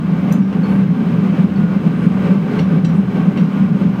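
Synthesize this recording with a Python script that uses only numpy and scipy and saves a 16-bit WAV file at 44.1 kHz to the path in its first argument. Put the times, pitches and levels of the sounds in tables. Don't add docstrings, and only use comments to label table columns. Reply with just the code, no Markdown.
import sys
import numpy as np
from scipy import signal
from scipy.io import wavfile
from scipy.ndimage import uniform_filter1d

SR = 44100
rng = np.random.default_rng(int(sys.argv[2]) if len(sys.argv) > 2 else 0)


def bounce(signal):
    frames = np.transpose(np.atleast_2d(signal))
    limited = np.clip(frames, -1, 1)
    pcm = np.round(limited * 32767).astype(np.int16)
    wavfile.write(sys.argv[1], SR, pcm)


N = 176400

# frequency in Hz, relative level in dB, time to fall 60 dB (t60) in seconds.
HANDLE_MODES = [(4015, -17, .17), (5964, -3, .035), (6136, -3, .045), (6202, -11, .22), (7035, -9, .15),
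                (8624, -13, .12), (8839, -19, .12), (11423, -8, .02), (11600, -4, .025), (11660, -20, .15),
                (13987, -6, .088), (14558, -13, .085)]
JAW_MODES = [(2150, 3, 0.06), (2734, 7.5, 0.05), (2960, -3, 0.086), (3046, -5.5, .1), (3360, -10, 0.083),
             (3630, -12, .09), (4390, -8, .08), (5580, -16.5, .15), (5640, -13.5, .2), (6298, -22, .1),
             (7700, -21, .08), (11100, -24, .06)]
IRON_MODES = [(1453, 2, .11), (1857, 3, .1), (2126, 4, .07), (2686, 2, .07), (3070, 1, .1), (3940, -5, .14),
              (4575, -6, .13), (5221, -4, .11), (5749, -11.5, .32), (6018, -12, .08), (6664, -12, .07),
              (7407, -13, .07), (7635, -11, .13), (8350, -16, .06)]
# start in seconds, level in dB.
HANDLE_DROPS = [(.3243, -32.5)]
JAW_KNOCKS = [(.528, -47), (2.588, -40), (2.5922, -34.5), (3.374, -38), (3.384, -41)]
IRON_KNOCKS = [(2.8465, -40.5), (2.8503, -41.5)]
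# start in seconds, level in dB, pitch in Hz, t60 in
# seconds.
TOUCH_PINGS = [(.424, -56, 5598, .35), (.634, -42, 4369, .22), (.696, -45, 4369, .2),
               (1.559, -45, 4457, .13), (2.592, -45, 4369, .16)]
# relative level in dB, low and high edge in Hz, t60 in seconds.
HANDLE_CRACK, TOUCH_CRACK = (-4, 3000, 12000, .016), (-16, 4000, 11000, .05)
JAW_CRACK, IRON_CRACK = (0, 2300, 4400, .06), (1.5, 1500, 5200, .065)
# start and length in seconds, level in dB, centre in Hz.
IRON_SLIDES = [(.62, .2, -61.5, 11000), (1.93, .2, -62.5, 8500), (2.486, .13, -56, 4240),
               (2.93, .08, -61.5, 8300)]

# frequency in Hz, relative density in dB.
HISS_SPECTRUM = [(100, 7), (1000, 4.5), (3000, -12), (5500, -18.5), (8000, -32), (15500, -33.5)]
RUSH_SPECTRUM = [(25, -5), (55, -2), (100, -2.5), (200, 7.5), (300, 13.5), (430, 6.5), (580, 1.5),
                 (700, -0.5), (1150, -3), (1550, -5), (1900, -10), (2500, -12.5), (3100, -14),
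                 (3700, -20.5), (5300, -28), (7000, -33), (10000, -38.5), (15500, -38.5)]
# time in seconds, level in dB.
FLAME_LEVEL = [(0.0, -35), (0.27, -30.5), (0.3, -28.5), (0.43, -36.5), (0.47, -36.5), (0.53, -32.5),
               (0.61, -33), (0.72, -28.5), (0.88, -35.0), (1.09, -31), (1.21, -31.5), (1.27, -29),
               (1.31, -32.5), (1.39, -28), (1.47, -35), (1.61, -32.0), (1.67, -34.5), (1.75, -29.5),
               (1.8, -33.5), (1.87, -29.5), (1.93, -32.5), (2.06, -29.5), (2.09, -33.5), (2.27, -26.5),
               (2.409, -33.5), (2.47, -31), (2.52, -28.5), (2.6, -27.5), (2.651, -33), (2.76, -30),
               (2.82, -35.5), (2.94, -31.5), (3.07, -35.5), (3.16, -29), (3.34, -33.5), (3.39, -29),
               (3.46, -33), (3.59, -30), (3.71, -35), (3.82, -30), (3.91, -35), (3.99, -31)]
# frequency in Hz, share of the swing in level.
SURGE_SHARE = [(60, 0.26), (400, 1.0), (1500, 1.0), (4500, .85), (12000, 0.75)]
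# frequency in Hz, width in Hz, relative level in dB.
MOUTH_MODES = [(380.5, 18, -11), (402.1, 15, -13), (424.8, 16, -6), (504.2, 24, -10.5), (537, 8.3, -16),
               (573, 32, -11), (706, 20, -17.5), (769, 16, -15.5), (889.6, 13, -16.5), (1053, 32, -16.5),
               (1104, 22, -19.5), (1149, 60, -14.5), (1208, 92, -16.5), (1438, 8.8, -16.5), (1552, 97, -15),
               (2082, 40, -23), (2280, 130, -18.5), (2644, 290, -20.5), (3026, 120, -29.5)]
RUMBLE_MODES = [(62, 10, -54), (87.6, 9.1, -39), (122.5, 11, -31.5), (143.4, 16, -30), (219.7, 21, -25.5),
                (232.5, 14, -29), (252.8, 16, -30), (275.3, 6.9, -36.5), (295.2, 14, -36)]
BOOM_MODES = [(166.4, 9.8, -19), (191.55, 13.6, -15.5)]
# time in seconds, relative level in dB.
BOOM_THROB = [(0.0, -20), (0.13, -11.5), (0.15, -17), (0.41, -12), (0.44, -15.5), (0.86, -10.5),
              (0.88, -25), (0.9, -6.5), (0.97, -24), (0.99, -15.5), (1.31, -11.5), (1.37, -22), (1.4, -7.5),
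              (1.49, -21), (1.64, -7.5), (1.67, -16.5), (1.78, -14), (1.82, -26.5), (1.88, -4.5),
              (1.9, -17.5), (2.27, -14), (2.33, -10), (2.35, -16), (2.38, -11), (2.51, -24.5), (2.63, -9),
              (2.65, -15), (2.77, -8.5), (2.81, -15.5), (3.0, -10), (3.03, -18), (3.29, -12), (3.32, -26.5),
              (3.43, -8.5), (3.5, -19), (3.63, -9.5), (3.8, -15), (3.88, -10.5), (3.93, -19.5), (4.0, -17)]
# time of the peak in seconds, extra level in dB.
BOOM_SWELLS = [(0.313, 3.5), (.36, 7.5), (0.402, 4), (0.791, 3), (1.447, 5), (1.765, 2.5), (2.069, 9),
               (2.322, 5.5), (2.622, 5), (2.85, 6), (2.988, 4), (3.281, 7), (3.425, 2.5), (3.871, 2.5)]


def from_db(db):
    return 10 ** (np.asarray(db) / 20)


def unit_rms(x):
    return x / np.sqrt(np.mean(x ** 2) + 1e-20)


def at_hz(table, hz):
    frequencies, values = np.transpose(table)
    return np.interp(np.log(hz), np.log(frequencies), values)


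def drift(rate_hz, step=40):
    pole = np.exp(-2 * np.pi * rate_hz * step / SR)
    white = rng.standard_normal(N // step + 2002)
    slow = signal.lfilter([1], [1, -2 * pole, pole * pole], white)[2000:]
    return np.interp(np.arange(N) / step, np.arange(len(slow)), unit_rms(slow))


def band(x, low_hz, high_hz):
    sections = signal.butter(2, [low_hz, min(high_hz, SR / 2 - 1)], "band", fs=SR, output="sos")
    return signal.sosfilt(sections, x)


def resonant_noise(hz, width_hz):
    r = np.exp(-np.pi * width_hz / SR)
    section = [1 - r, 0, r - 1, 1, -2 * r * np.cos(2 * np.pi * hz / SR), r * r]
    return unit_rms(signal.sosfilt([section, section], rng.standard_normal(N + SR // 2))[-N:])


def noise_bands(spectrum):
    edges = 20 * 2 ** (np.arange(31) / 3)
    centres = np.sqrt(edges[1:] * edges[:-1])
    white = rng.standard_normal((2, N + SR // 2))
    bands = np.array([from_db(at_hz(spectrum, hz)) * band(white[k % 2], edges[k], edges[k + 1])[-N:]
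                      for k, hz in enumerate(centres)])
    return centres, bands / bands.sum(0).std()


def workshop(x, t60_s=.35, level_db=-8):
    t = np.arange(SR // 2) / SR
    tail = band(rng.standard_normal(len(t)), 300, 8000) * from_db(-60 * t / t60_s) * (t > .005)
    return from_db(level_db) * signal.fftconvolve(x, tail / np.linalg.norm(tail))[:len(x)]


def scrapes():
    t = np.arange(N) / SR
    out = np.zeros(N)
    for start, length, db, hz in IRON_SLIDES:
        arch = np.sin(np.pi * np.clip((t - start) / length, 0, 1))
        grain_db = drift(rate_hz=150)
        out += arch * from_db(db + grain_db) * resonant_noise(hz, width_hz=3000)
    return out


def clinks(hits, modes, contact, attack_s=.0001):
    out, t = np.zeros(N + SR), np.arange(SR // 2) / SR
    crack_db, low_hz, high_hz, crack_t60 = contact
    attack = np.minimum(t / attack_s, 1)
    for start, db in hits:
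        ring = np.zeros(len(t))
        for hz, mode_db, t60 in modes:
            decay = from_db(mode_db + rng.normal(0, 1) - 60 * t / t60)
            ring += decay * np.sin(2 * np.pi * (hz * t + rng.random()))
        noise = unit_rms(band(rng.standard_normal(len(t)), low_hz, high_hz))
        crack = noise * from_db(crack_db - 60 * t / crack_t60)
        i = int(start * SR)
        out[i:i + len(t)] += from_db(db) * attack * (ring + crack + workshop(crack))
    return out[:N]


def light_touches():
    return sum(clinks([(start, db)], [(hz, 0, t60)], TOUCH_CRACK) for start, db, hz, t60 in TOUCH_PINGS)


def air_hiss(level_db=-47.5):
    _, bands = noise_bands(HISS_SPECTRUM)
    return from_db(level_db) * bands.sum(0)


def rumble(swing_db, share=.2):
    resonances = sum(from_db(db) * resonant_noise(hz, width) for hz, width, db in RUMBLE_MODES)
    return from_db(share * swing_db) * resonances


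def rush(mean_db, swing_db, broad_db=3.5, flutter_db=.5, patchy_db=.46):
    surge_db = swing_db + flutter_db * drift(rate_hz=22)
    broad = np.zeros(N)
    for hz, noise in zip(*noise_bands(RUSH_SPECTRUM)):
        wander_db = patchy_db * drift(rate_hz=12)
        broad += noise * from_db(broad_db + at_hz(SURGE_SHARE, hz) * surge_db + wander_db)
    mouth = sum(from_db(db) * resonant_noise(hz, width) for hz, width, db in MOUTH_MODES)
    return from_db(mean_db) * (broad + mouth * from_db(surge_db))


def boom(gain_db=-1.5, throb_share=.98, even_s=.058, swell_s=.012):
    t = np.arange(N) / SR
    pair = sum(from_db(db) * resonant_noise(hz, width) for hz, width, db in BOOM_MODES)
    power = uniform_filter1d(pair ** 2, int(even_s * SR)) / np.mean(pair ** 2)
    steady = pair / np.sqrt(power)
    throb_db = np.interp(t, *np.transpose(BOOM_THROB))
    swell_db = sum(db * np.exp(-((t - peak) / swell_s) ** 2) for peak, db in BOOM_SWELLS)
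    return steady * from_db(gain_db + throb_share * (throb_db - throb_db.mean()) + swell_db)


def scene():
    flame_db = np.interp(np.arange(N) / SR, *np.transpose(FLAME_LEVEL))
    swing_db = flame_db - flame_db.mean()
    burner = boom() + rumble(swing_db) + rush(flame_db.mean(), swing_db) + air_hiss()
    handle = clinks(HANDLE_DROPS, HANDLE_MODES, HANDLE_CRACK)
    jaws = clinks(JAW_KNOCKS, JAW_MODES, JAW_CRACK)
    iron = clinks(IRON_KNOCKS, IRON_MODES, IRON_CRACK)
    return (burner + handle + jaws + iron + light_touches() + scrapes())[None]


def record(dry, cutoff_hz=15750):
    rounded = dry / (1 + dry ** 8) ** (1 / 8)
    low_pass = signal.firwin(401, cutoff_hz, fs=SR, window=("kaiser", 9))
    return signal.fftconvolve(rounded, low_pass[None], "same", axes=1)


dry = scene()
out = record(dry)
bounce(out)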